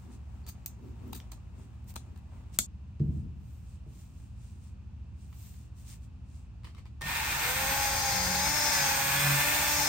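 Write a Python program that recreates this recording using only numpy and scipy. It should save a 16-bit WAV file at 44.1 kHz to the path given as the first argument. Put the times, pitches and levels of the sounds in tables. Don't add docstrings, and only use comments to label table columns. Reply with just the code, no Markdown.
import sys
import numpy as np
from scipy import signal
from scipy.fft import rfft, irfft, next_fast_len
from scipy.io import wavfile
from scipy.ndimage import uniform_filter1d

SR = 44100
rng = np.random.default_rng(int(sys.argv[2]) if len(sys.argv) > 2 else 0)


def transcribe(signal):
    frames = np.atleast_2d(signal).T
    limited = np.clip(frames, -1, 1)
    pcm = np.round(limited * 32767).astype(np.int16)
    wavfile.write(sys.argv[1], SR, pcm)


N = 435708
T = np.arange(N) / SR
LEFT_RIGHT = np.array([[1], [-1]])

# (frequency [Hz], relative level [dB])
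RING = [(500, -34), (2000, -13), (2550, -10), (3050, -17), (3700, -8.5), (4200, -8), (4650, -8),
        (5300, -12), (6450, -8), (7000, -6), (7700, -9), (8500, -6), (9300, -8.5), (13000, -14.5)]
# (frequency [Hz], relative level [dB])
PING = [(3000, -48.5), (10000, -11.5), (13000, -5), (15000, -2.5), (16500, -14)]
# (frequency [Hz], relative level [dB])
RUB = [(1500, -7), (2500, -1.5), (4000, -2.5), (6000, -1), (8500, 3), (11000, -2), (13500, -12.5),
       (15500, -9)]
# (frequency [Hz], relative level [dB])
FLEX_TONE = [(120, -14.5), (190, 4.5), (255, 11), (315, -0.5), (385, 4), (460, -7.5), (560, -17.5),
             (1200, -36.5)]
START_S, FULL_HZ = 7.008, 302


def amp(db):
    return 10 ** (np.asarray(db) / 20)


def unit(x):
    return x / np.sqrt(np.mean(x ** 2) + 1e-20)


def read(points, hz):
    f, value = np.transpose(points)
    return np.interp(np.log(hz + 1), np.log(f + 1), value)


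def add(mix, s, sound):
    part = mix[..., round(s * SR):][..., :sound.shape[-1]]
    part += sound[..., :part.shape[-1]]


def level(points):
    return amp(np.interp(T, *np.transpose(points)))


def swells(rows, axis=2):
    t = T[::64]
    total = np.zeros(len(t))
    for row in rows:
        distance = (t - row[0]) / row[1]
        total += amp(row[axis]) * np.exp(-np.minimum(distance ** 2, 20))
    return np.interp(T, t, total)


def wander(cutoff_hz):
    size = next_fast_len(N)
    hz = np.fft.rfftfreq(size, 1 / SR)
    spectrum = rfft(rng.standard_normal(size)) / (1 + (hz / cutoff_hz) ** 4)
    return unit(irfft(spectrum, size)[:N])


def colour(x, points):
    log_gain = np.log(amp(read(points, abs(np.fft.fftfreq(4096, 1 / SR)))))
    taps = np.fft.ifft(np.exp(np.conj(signal.hilbert(log_gain)))).real[:2048]
    return signal.oaconvolve(x, taps[None], axes=1)[:, :x.shape[1]]


def noise(points, grain_db=0):
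    # (frequency [Hz], correlation [-1 to 1])
    likeness = [(60, 1), (140, 0.28), (280, 0.47), (600, 0.45), (1200, 0.21), (2500, 0.7), (4500, 0.35),
                (6500, 0.19), (7700, 0.16), (8500, 0.98)]
    size = next_fast_len(N)
    hz = np.fft.rfftfreq(size, 1 / SR)
    grit = amp(grain_db * np.repeat(rng.standard_normal(size // 32 + 1), 32)[:size])
    mid, other = rfft(rng.standard_normal((2, size)) * grit)
    alike = np.clip(read(likeness, hz), -1, 1)
    side = other * np.sqrt((1 - alike) / (1.001 + alike))
    x = irfft(np.array([mid + side, mid - side]) * amp(read(points, hz)), size)[:, :N]
    return x / np.sqrt(np.mean(x.mean(0) ** 2))


def burst(decay, points, grain_db=3, slips_per_s=SR):
    t = T[:SR // 2]
    decay = max(decay, 1 / SR)
    common, own = rng.standard_normal(len(t)), rng.standard_normal((2, len(t)))
    clumps = amp(grain_db * np.repeat(rng.standard_normal(len(t) // 64 + 1), 64)[:len(t)])
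    slips = np.where(rng.random(len(t)) < slips_per_s / SR, 1, .08)
    swell = np.exp(-t / decay) * (1 - np.exp(-t / (0.19 * decay)))
    x = colour((common + 0.86 * own) * clumps * slips * swell, points)
    return x * np.sqrt(decay * SR / 2 / np.sum(x.mean(0) ** 2))


def clack(modes):
    t = T[:SR // 20]
    out = np.zeros(len(t))
    for hz, db, crest in modes:
        out += amp(db) * t / crest * np.exp(1 - t / crest) * np.sin(2 * np.pi * hz * t)
    return out


def ringing(modes):
    t = T[:SR]
    out = np.zeros(len(t))
    for k, (hz, db, t60) in enumerate(modes):
        out += (-1) ** k * amp(db - 60 * t / t60) * np.sin(2 * np.pi * hz * t)
    return out


def resonance(hz, centre_hz, half_width_hz):
    return 1 / np.hypot(1, (hz - centre_hz) / half_width_hz)


def lines(turns, orders, flutter, flutter_hz, spread, fade_db=0):
    knots, slow = np.arange(0, T[-1] + 1, 1 / flutter_hz), np.linspace(0, T[-1], 70)
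    out, first = np.zeros((2, N)), np.argmax(turns > 0)
    t = T[first:]
    for multiple, db in orders:
        real, imaginary = rng.standard_normal((2, 2, len(knots)))
        z = real + 1j * imaginary
        mid = np.interp(t, knots, 1 + flutter * z[0])
        side = np.interp(t, knots, spread * (1j + flutter * z[1]))
        fades = amp(fade_db * min(abs(db) / 10, 1) * rng.standard_normal(len(slow)))
        phase = 2 * np.pi * (multiple * turns[first:] + rng.random())
        tone = np.sqrt(2) * amp(db) * np.interp(t, slow, fades) * np.exp(1j * phase)
        mid, side = (mid * tone).real, (side * tone).real
        out[:, first:] += [mid + side, mid - side]
    return out


def room(x, wet_db):
    # (frequency [Hz], t60 [s])
    decay_times = [(150, 0.32), (1000, 0.043), (7000, 0.21), (15000, 0.1)]
    size = SR // 2
    taps = rng.standard_normal((2, size)) * (rng.random((2, size)) < .15) * (T[:size] > .004)
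    hz, t, z = signal.stft(taps, SR, nperseg=256)
    tail = signal.istft(z * amp(-60 * t / read(decay_times, hz)[:, None]), SR, nperseg=256)[1]
    return x + amp(wet_db) * signal.oaconvolve(x, tail / np.linalg.norm(tail[0]), axes=1)[:, :N]


def scissors():
    silent_from_s = 2.668
    cuts = blade_contacts() + foam_in_hand() + edge_crunches() + handle_tick()
    stop = np.clip((silent_from_s - T) / .008, 0, 1)
    return (room(cuts, wet_db=-8.5) + room(blades_close(), wet_db=-9)) * stop * amp(LEFT_RIGHT)


def blades_close():
    # (frequency [Hz], relative level [dB], time to crest [s])
    steel = [(231, -23.5, 0.003), (650, -27, 0.0014), (1380, -21.5, 0.00082), (2250, -18, 0.00069),
             (3550, -10.5, 0.00045), (4350, -15.5, 0.0006), (5450, -15, 0.0006), (6800, -6.5, 0.0006),
             (7250, -8.5, .0007), (7980, -6.5, 0.0007), (8600, -7.5, 0.00045), (10070, -10.5, 0.00069),
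             (12970, -5, 0.0005), (14100, -14, .0005), (15160, -15, .0006)]
    # (time after the snap [s], relative level [dB])
    bounces = [(0, 0.5), (.0014, -16), (.0055, -14.5)]
    # (frequency [Hz], relative level [dB], time to crest [s])
    tips = [(2380, -30, 0.00062), (6400, -8.5, 0.00038), (7700, -13, 0.00045), (13400, -8, .0004),
            (14800, 2, .0005)]
    # (frequency [Hz], relative level [dB], t60 [s])
    blades = [(5600, -6, .1), (6670, -1, .2), (7424, 1, .2), (8199, -5, .18), (14140, -9, .1)]
    tip_s, snap_s = .6609, 2.5878
    out = np.zeros((2, N))
    for delay, db in bounces:
        add(out, snap_s + delay, amp(-9.5 + db) * clack(steel))
    add(out, snap_s, amp(-29) * burst(.004, RING))
    add(out, snap_s, amp(-41) * burst(.008, FLEX_TONE))
    add(out, snap_s, amp(-39) * ringing(blades))
    add(out, tip_s, amp(-25) * clack(tips))
    add(out, tip_s, amp(-61) * ringing(blades))
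    return out


def blade_contacts():
    # (time [s], decay [s], dull knock [dB], blade ring [dB], steel ping [dB])
    snips = [(.4642, 0.007, -56, -52, -58), (0.4731, .009, -53, -52, -60), (.484, .005, -58, -53, -46),
             (0.4885, 0.0047, -58, -48, -43), (0.495, 0.0043, -57, -48, -47), (.5232, .0008, -64, -61, -53),
             (0.6606, 0.0012, -57, -35.5, -26), (0.663, 0.0034, -53, -45, -47),
             (1.076, .0033, -63, -71, -60), (1.1255, 0.0026, -54, -52, -55),
             (1.1298, .003, -36.5, -42.5, -41), (1.144, 0.018, -54, -50.5, -47),
             (1.15, .002, -58, -45, -50), (1.161, 0.0027, -54, -48, -45), (1.175, .003, -62, -54, -52),
             (1.317, 0.0031, -50, -42.5, -51), (1.322, 0.014, -55, -60, -64), (1.843, .001, -70, -63, -62),
             (1.939, 0.0022, -66, -54, -54), (1.956, .003, -51, -49, -50),
             (1.9593, 0.0024, -37.5, -42, -45), (1.9631, 0.0021, -34.5, -38, -50),
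             (2.158, 0.005, -56, -64, -73), (2.174, .01, -62, -66, -70)]
    # (frequency [Hz], relative level [dB])
    knock = [(100, -5), (250, 5), (550, -10), (900, 3), (1080, -5.5), (1300, -1.5), (1520, -15), (1750, -7),
             (2100, -18), (2900, -12), (4000, -13.5), (9000, -56)]
    out = np.zeros((2, N))
    for s, decay, knock_db, ring_db, ping_db in snips:
        add(out, s, amp(knock_db) * burst(decay, knock))
        add(out, s, amp(ring_db) * burst(decay, RING, slips_per_s=800))
        add(out, s, amp(ping_db) * burst(decay, PING))
    return out


def edge_crunches():
    # (time [s], time to crest [s], level [dB], pitch of the loaded blade [Hz])
    crunches = [(.435, .008, -72, 4500), (.465, 0.01, -57, 4570), (.483, .006, -56, 6400),
                (1.129, .003, -50, 3850), (1.13, .004, -56, 4700), (1.144, 0.0072, -60, 3800),
                (1.148, .007, -62, 4500)]
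    out = np.zeros((2, N))
    for s, crest, db, hz in crunches:
        add(out, s, amp(db) * crunch(crest, hz))
    return out


def crunch(crest, hz):
    grit_per_s, grit_t60_s = 700, .012
    t = T[:SR // 4]
    slips = rng.standard_normal(len(t)) * (rng.random(len(t)) < grit_per_s / SR)
    slips *= t / crest * np.exp(1 - t / crest)
    x = signal.fftconvolve(slips, ringing([(hz, 0, grit_t60_s)]))[:len(t)]
    return x * np.sqrt(2 * crest * SR / (np.sum(x ** 2) + 1e-20))


def foam_in_hand():
    # (time [s], half length [s], level [dB])
    bends = [(.11, 0.059, -59.5), (.44, 0.042, -67), (.87, 0.066, -51.5), (1.09, 0.062, -49),
             (1.62, 0.062, -65), (2.12, 0.048, -63.5)]
    # (frequency [Hz], relative level [dB])
    creak_tone = [(300, -11), (600, -1), (900, 1), (1500, -8.5), (2500, -12.5), (6000, -27.5)]
    creak_db = -26.5
    grip = amp(2 * wander(5))
    bending = swells(bends)
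    out = (bending + amp(-71.5) * grip) * noise(FLEX_TONE)
    out += (amp(creak_db) * bending + amp(-69.5) * grip) * noise(creak_tone, grain_db=3.0)
    return out + amp(-81.5) * grip * noise(RUB, grain_db=1.0)


def handle_tick():
    # (frequency [Hz], relative level [dB], time to crest [s])
    handles = [(2320, -2, .0003), (3200, 2, 0.00033), (5200, 1, 0.00016)]
    out = np.zeros((2, N))
    add(out, 1.2018, amp(-41.5) * clack(handles))
    return out


def hands():
    return panel_slaps() + room(handling_scuffs(), wet_db=-2.0) + rubbing_strokes()


def panel_slaps():
    # (frequency [Hz], relative level [dB], t60 [s])
    panel = [(51, -13, 1.2), (75.5, -4, 1.2), (141.6, 4.5, 0.63), (164.6, -2, 0.2), (190.5, -10.5, 0.8),
             (223.5, -9.5, 0.45), (266, -24, 0.6), (298, -14.5, 0.55), (343.5, -7.5, 0.31),
             (443, -11.5, 0.39), (620, -15, 0.22)]
    # (time [s], level [dB], half length of the contact [s])
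    slaps = [(2.999, -24.5, 0.0013), (3.078, -28, 0.0043), (3.862, -49.5, 0.00021)]
    # (frequency [Hz], relative level [dB])
    boom = [(30, -32), (60, -9), (140, 2.5), (210, -3.5), (330, -18.5), (450, -29.5), (540, -39),
            (640, -34.5), (900, -52.5), (3000, -63)]
    split_hz, beating = 10.4, 0.52
    out = np.zeros((2, N))
    ring = ringing(panel) * (1 - beating * np.sin(np.pi * split_hz * T[:SR]) ** 2)
    for s, db, half_contact in slaps:
        push = signal.windows.hann(int(2 * half_contact * SR) + 3)
        add(out, s, amp(db) * signal.fftconvolve(ring, push / push.sum()))
        add(out, s, amp(db - 8.5) * burst(0.14, boom, grain_db=1))
    return out


def handling_scuffs():
    # (time [s], decay [s], level [dB])
    scuffs = [(2.995, 0.005, -59), (5.327, 0.0037, -54), (5.54, .004, -60), (6.634, .004, -58),
              (6.6442, .003, -46.5), (6.6478, .005, -48.5), (6.66, 0.028, -55.5), (6.748, .002, -51),
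              (6.766, 0.0081, -59), (6.779, 0.014, -55), (6.855, 0.0032, -53.5), (6.861, .01, -59),
              (7.011, 0.0047, -43), (7.018, 0.0035, -35)]
    # (frequency [Hz], relative level [dB])
    scuff_tone = [(300, 1.5), (750, -2), (1050, 7), (1200, 6), (1450, -3), (2200, 4.5), (2700, -0.5),
                  (3700, -5), (4500, -4), (6000, -13), (9000, -12), (15000, -21)]
    out = np.zeros((2, N))
    for s, decay, db in scuffs:
        add(out, s, amp(db) * burst(decay, scuff_tone))
    return out


def rubbing_strokes():
    # (time [s], half length [s], rubbing [dB], crisp top [dB])
    strokes = [(.02, 0.056, -72, -79), (.14, 0.03, -65, -84), (1.62, 0.053, -70, -90),
               (1.9, 0.021, -57.5, -58), (2.552, 0.021, -56.5, -71), (3.17, 0.068, -74, -89),
               (3.53, 0.12, -73, -76), (3.72, 0.064, -70.5, -89.5), (3.99, 0.092, -66, -74),
               (4.21, 0.092, -71, -82), (4.47, 0.1, -68, -85), (4.66, 0.06, -69.5, -87),
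               (5.23, 0.057, -70, -88), (5.45, 0.11, -61.5, -62.5), (5.62, 0.068, -70.5, -87),
               (5.8, 0.038, -65.5, -73), (5.91, 0.048, -54.5, -63.5), (6.04, 0.03, -69.5, -82),
               (6.36, 0.077, -69.5, -95)]
    rubbing = swells(strokes, axis=2) * noise(RUB, grain_db=2.0)
    return rubbing + swells(strokes, axis=3) * noise(PING, grain_db=3)


def polisher():
    # (time [s], place [0 right to 1 left])
    travel = [(7.0, 0), (7.5, 0.14), (7.75, 0.33), (8.0, 0.64), (8.3, 0.74), (8.68, 0.77), (8.85, 0.35),
              (9.0, 0.078), (9.3, 0.036), (9.56, 0.2), (9.72, 0.27), (9.88, 0.6)]
    pan_db = 4
    running = np.maximum(T - START_S, 0)
    speed = rotor_speed(running)
    turns = np.cumsum(speed) / SR
    place = np.interp(T, *np.transpose(travel))
    left = np.clip(place, 0, 1)
    grab = wander(20)
    trigger = np.minimum(running / .015, 1)

    works = trigger * (gear_grind(turns, left, grab) + fan_air()) + slack_jolts()
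    housing = room(near_echoes(works, place), wet_db=-8.0)
    housing += trigger * (gears(turns, speed, left) + drive_tone(running))
    hum = rotor_hum(turns, speed, place) + third_order(turns, speed)
    hum += bearings(turns) + unbalance(turns, speed, place)
    hiss = abrasive_hiss(speed, place, grab)
    pan = amp(pan_db * place * LEFT_RIGHT / 2)
    return housing * pan + trigger * (hum + hiss + panel_drone())


def rotor_speed(running):
    # (time [s], turns a second [Hz])
    course = [(7.0, 188), (7.3, 208), (7.4, 226), (7.5, 251), (7.6, 265.5), (7.8, 276.2), (8.0, 270.2),
              (8.22, 264.2), (8.38, 273), (8.5, 293.3), (8.6, 298), (8.7, 291), (8.88, 271), (9.1, 275.3),
              (9.3, 287.3), (9.62, 297), (9.72, 294.8), (9.88, 294.5)]
    spin_up_s = .035
    speed = uniform_filter1d(np.interp(T, *np.transpose(course)), size=2000)
    return speed * (1 + 0.001385 * wander(28.8)) * (1 - np.exp(-running / spin_up_s))


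def loudness(speed, place, law):
    full_db, doubling_db, left_db = law
    doublings = np.log2(np.maximum(speed, 1) / FULL_HZ)
    return amp(full_db + doubling_db * doublings + left_db * place)


def gear_grind(turns, left, grab):
    # (frequency [Hz], relative level [dB])
    right_tone, left_tone = [(100, -16), (280, -9), (420, -14), (560, -6), (690, -10), (840, 3), (1000, -1),
                             (1300, -2.5), (1520, 1.5), (1650, 0), (1790, 3), (1950, -4), (2100, 2),
                             (2220, 0), (2420, 4.5), (2700, 1), (2950, -6.5), (3450, -4), (5500, -14)], [(100, -14), (280, -6.5), (420, -17), (560, -2), (690, 0),
                                            (830, 2), (1000, 2), (1200, -10.5), (1500, 4.5), (1850, -1),
                                            (2200, 3), (2600, -7.5), (2800, -8), (3050, -11), (3500, -3),
                                            (5500, -9)]
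    # (time [s], level [dB])
    grind_level = [(7.0, -53), (7.07, -36.5), (7.28, -34.5), (7.43, -33.5), (7.62, -33.5), (7.92, -34),
                   (8.22, -35), (8.45, -34), (8.7, -32.5), (8.79, -32), (8.95, -32.5), (9.33, -31),
                   (9.62, -32), (9.88, -33)]
    # (time [s], half length [s], level [dB])
    chatter = [(7.022, 0.0061, -40), (7.11, 0.025, -39.5), (7.21, 0.022, -43.5), (7.28, 0.017, -45),
               (7.4, 0.037, -43), (8.92, 0.085, -40), (9.64, .08, -41), (9.8, 0.032, -38)]
    # (frequency [Hz], relative level [dB])
    chatter_tone = [(500, -45), (790, -16), (835, 0), (865, 6), (910, -10), (1040, -12), (1200, -35),
                    (2000, -45)]
    rattle = 1 + 0.1 * np.cos(2 * np.pi * turns)
    grind = np.sqrt(1 - left) * noise(right_tone, grain_db=1.5)
    grind += np.sqrt(left) * noise(left_tone, grain_db=2.0)
    grind *= level(grind_level) * rattle * amp(0.75 * grab)
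    return grind + swells(chatter) * noise(chatter_tone)


def fan_air():
    # (frequency [Hz], relative level [dB])
    air_tone = [(900, -4), (3000, -18), (4300, 3), (5200, 6.5), (5900, 6.5), (6600, 9), (7500, -6),
                (8600, 1.5), (10000, -10), (14000, -111)]
    # (time [s], level [dB])
    air_level = [(7.0, -62), (7.3, -47.5), (7.6, -46.5), (7.85, -40), (8.15, -38), (8.35, -39),
                 (8.65, -37.5), (8.85, -35.5), (9.03, -41.5), (9.58, -42.5), (9.72, -39), (9.88, -36.5)]
    return level(air_level) * noise(air_tone)


def abrasive_hiss(speed, place, grab):
    # (frequency [Hz], relative level [dB])
    abrasive = [(2000, -18), (6000, -17), (7500, -5), (8300, 1), (9500, -1), (11000, -5), (12800, 1),
                (14200, 2.5), (15600, -7.5), (17000, -20)]
    # (at full speed [dB], per doubling of speed [dB], gained at the left end [dB])
    hiss_law = (-31.5, 19, -9.5)
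    return loudness(speed, place, hiss_law) * noise(abrasive) * amp(.5 * grab)


def slack_jolts():
    # (time [s], decay [s], level [dB])
    jolts = [(7.009, .003, -48), (7.016, 0.006, -42)]
    out = np.zeros((2, N))
    for s, decay, db in jolts:
        add(out, s, amp(db) * burst(decay, RING))
    return out


def near_echoes(x, place):
    # (delay at the right end [ms], delay at the left end [ms], level [dB])
    echoes = [(1.3, 1.9, -28), (2.9, 2.166, -18.5), (4.1, 5.3, -19.5)]
    out = x.copy()
    for right_ms, left_ms, db in echoes:
        delay = (right_ms + (left_ms - right_ms) * place) / 1000
        out += amp(db) * np.array([np.interp(T - delay, T, ear) for ear in x])
    return out


def gears(turns, speed, left):
    # (multiple of rotor speed, relative level [dB])
    whine = [(18, 2)]
    # (time [s], level [dB])
    whine_level = [(7.0, -68), (7.6, -60), (7.82, -49.5), (8.2, -46), (8.32, -49), (8.57, -40.5),
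                   (8.8, -42), (9.02, -64), (9.26, -45), (9.54, -59), (9.72, -45.5), (9.88, -42)]
    # (multiple of rotor speed, level at full speed [dB])
    mesh_right, mesh_left = [(7, -49), (8, -49), (9, -54), (10, -59), (12, -50), (15, -56), (16, -56),
                             (24, -50)], [(7, -54), (15, -58), (16, -49.5), (20, -51), (21, -54),
                                                 (23, -50), (24, -55)]
    # (time [s], half length [s], level [dB], multiple of rotor speed)
    squeals = [(7.83, 0.13, -49, 23), (8.62, .12, -49, 20), (9.197, .07, -44, 12), (9.78, .13, -45, 20)]
    out = level(whine_level) * lines(turns, whine, flutter=0.35, flutter_hz=90.4, spread=0.47)
    faint = np.sqrt(1 - left) * lines(turns, mesh_right, flutter=0.64, flutter_hz=60, spread=0.46, fade_db=1)
    faint += np.sqrt(left) * lines(turns, mesh_left, flutter=0.55, flutter_hz=80.6, spread=0.5, fade_db=4)
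    out += faint * (speed / FULL_HZ) ** 4
    for s, half, db, multiple in squeals:
        squeal = lines(turns, [(multiple, 0)], flutter=0.4, flutter_hz=70, spread=0.5)
        out += swells([(s, half, db)]) * squeal
    return out


def drive_tone(running):
    # (multiple of the drive tone, relative level [dB])
    drive = [(1, 0), (3, -22), (4, -31)]
    drive_hz, settled_db, surge_db, settle_s = 1826, -54.5, 12, 0.96
    gain = amp(settled_db + surge_db * np.exp(-running / settle_s))
    return gain * lines(drive_hz * T, drive, flutter=0.079, flutter_hz=27.1, spread=0.35)


def rotor_hum(turns, speed, place):
    # (multiple of rotor speed, relative level [dB])
    hum_orders = [(2, 0.5), (4, -0.5), (5, -4.5), (6, -6.5), (8, -2)]
    # (at full speed [dB], per doubling of speed [dB], gained at the left end [dB])
    hum_law = (-47, 2, -2.8)
    wake_hz, wake_width_hz = 237, 6
    awake = (1 + np.tanh((speed - wake_hz) / wake_width_hz / 2)) / 2
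    hum = lines(turns, hum_orders, flutter=0.24, flutter_hz=35.2, spread=0.31)
    return awake * loudness(speed, place, hum_law) * hum


def third_order(turns, speed):
    # (multiple of rotor speed, relative level [dB])
    beat = [(2.8, -12), (3, 0), (3.2, -7)]
    # (time [s], level [dB])
    beat_level = [(7.0, -64), (7.5, -45), (7.72, -39), (7.83, -37.5), (8.1, -35.5), (8.34, -40.5),
                  (8.44, -37), (8.49, -40), (8.57, -37.5), (8.72, -40), (8.92, -36.5), (9.08, -43),
                  (9.27, -48), (9.38, -42), (9.47, -48), (9.6, -39.5), (9.88, -46)]
    # (resonance [Hz], half width [Hz])
    housing = (849, 41)
    out = np.zeros((2, N))
    for multiple, db in beat:
        tone = lines(turns, [(multiple, db)], flutter=.34, flutter_hz=30.2, spread=0.41)
        out += resonance(multiple * speed, *housing) * tone
    return level(beat_level) * out


def bearings(turns):
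    # (multiple of rotor speed, relative level [dB])
    bearing = [(5.501, -1), (6.09, 1.5), (7.07, -10.5), (8.65, -13.5)]
    # (time [s], level [dB])
    bearing_level = [(7.0, -63), (7.3, -55), (7.42, -54), (7.65, -48.5), (8.2, -59), (8.55, -49),
                     (8.68, -53), (8.77, -41.5), (8.9, -48), (9.28, -41.5), (9.55, -44), (9.88, -57)]
    return level(bearing_level) * lines(turns, bearing, flutter=0.42, flutter_hz=54.53, spread=0.1)


def unbalance(turns, speed, place):
    # (at full speed [dB], per doubling of speed [dB], gained at the left end [dB])
    unbalance_law = (-47, 13, -4.5)
    # (rotor turns a second [Hz], half width [Hz])
    mount = (293, 9)
    tone = lines(turns, [(0.99, 0)], flutter=0.3, flutter_hz=29.3, spread=0.86)
    return loudness(speed, place, unbalance_law) * resonance(speed, *mount) * tone


def panel_drone():
    # (time [s], half length [s], lower mode [dB], upper mode [dB])
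    catches = [(7.07, 0.028, -53, -48.5), (7.67, 0.062, -51, -52), (8.3, 0.17, -76, -43.5),
               (8.48, 0.035, -47, -65), (8.83, 0.028, -41, -73), (9.17, 0.15, -43.5, -59),
               (9.32, 0.079, -30.5, -69), (9.61, 0.024, -49, -60), (9.8, 0.037, -45, -77)]
    # (time [s], half length [s], level [dB])
    shudder = [(7.9, 0.78, -44.5)]
    # (frequency [Hz], relative level [dB])
    shudder_tone = [(25, -35), (50, -3), (85, -8), (130, -13.5), (250, -37), (600, -60)]
    lower_hz, upper_hz = 141.57, 184.106
    lower_db, upper_db = -53, -59.5
    lower = lines(lower_hz * T, [(1, 0)], flutter=0.17, flutter_hz=20, spread=0.12)
    lower *= amp(lower_db) + swells(catches, axis=2)
    upper = lines(upper_hz * T, [(1, 0)], flutter=0.23, flutter_hz=25.45, spread=0.16)
    upper *= amp(upper_db) + swells(catches, axis=3)
    return lower + upper + swells(shudder) * noise(shudder_tone)


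def workshop():
    # (frequency [Hz], relative level [dB])
    ambience = [(15, -51.5), (25, -36), (48, -2.5), (87, -3), (140, -8), (170, -12), (200, -11.5),
                (263, -22.5), (320, -25), (420, -34), (580, -36.5), (900, -35), (1700, -43), (2150, -46.5),
                (2600, -38), (3300, -47.5), (8000, -56), (16000, -68.5)]
    # (multiple of its stroke rate, level [dB rms])
    compressor = [(4, -54.5), (5, -51), (6, -55), (8, -55), (14, -67.5), (18, -71.5)]
    stroke_hz = 14.13
    throb = lines(stroke_hz * T, compressor, flutter=0.31, flutter_hz=3.2, spread=0.054)
    return throb + amp(-50.0) * noise(ambience)


def scene():
    return scissors() + hands() + polisher() + workshop()


def record(dry):
    # (frequency [Hz], stereo width [dB])
    width = [(20, -6), (7700, 3), (8400, -3.5), (8900, 1.5), (9600, 2), (10600, -53.5), (11700, -43),
             (12500, -4.5), (13400, 7.5), (14000, -21)]
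    # (frequency [Hz], lead of left over right [rad])
    twist = [(20, 0), (200, .05), (1200, -.3), (1550, -1.2), (2100, -.4), (3000, -1.5), (4400, -.3),
             (5500, -.7), (7500, -1.2), (8300, 0), (8700, .6), (9200, .8), (9900, 2.2), (10350, 3.13),
             (11800, 3.15), (12400, 4.3), (13300, 5.5), (13800, 6.283)]
    edge_hz = 15900
    size = next_fast_len(N + 4096)
    hz = np.fft.rfftfreq(size, 1 / SR)
    left, right = rfft(dry, size)
    mid = (left + right) / 2
    side = (left - right) / 2 * amp(read(width, hz))
    turn = np.exp(1j * read(twist, hz) / 2)
    ports = irfft(np.array([(mid + side) * turn, (mid - side) / turn]), size)[:, :N]
    band_limit = signal.firwin(511, edge_hz, window=("kaiser", 9), fs=SR)
    return signal.oaconvolve(ports, band_limit[None], "same")


dry = scene()
out = record(dry)
transcribe(out)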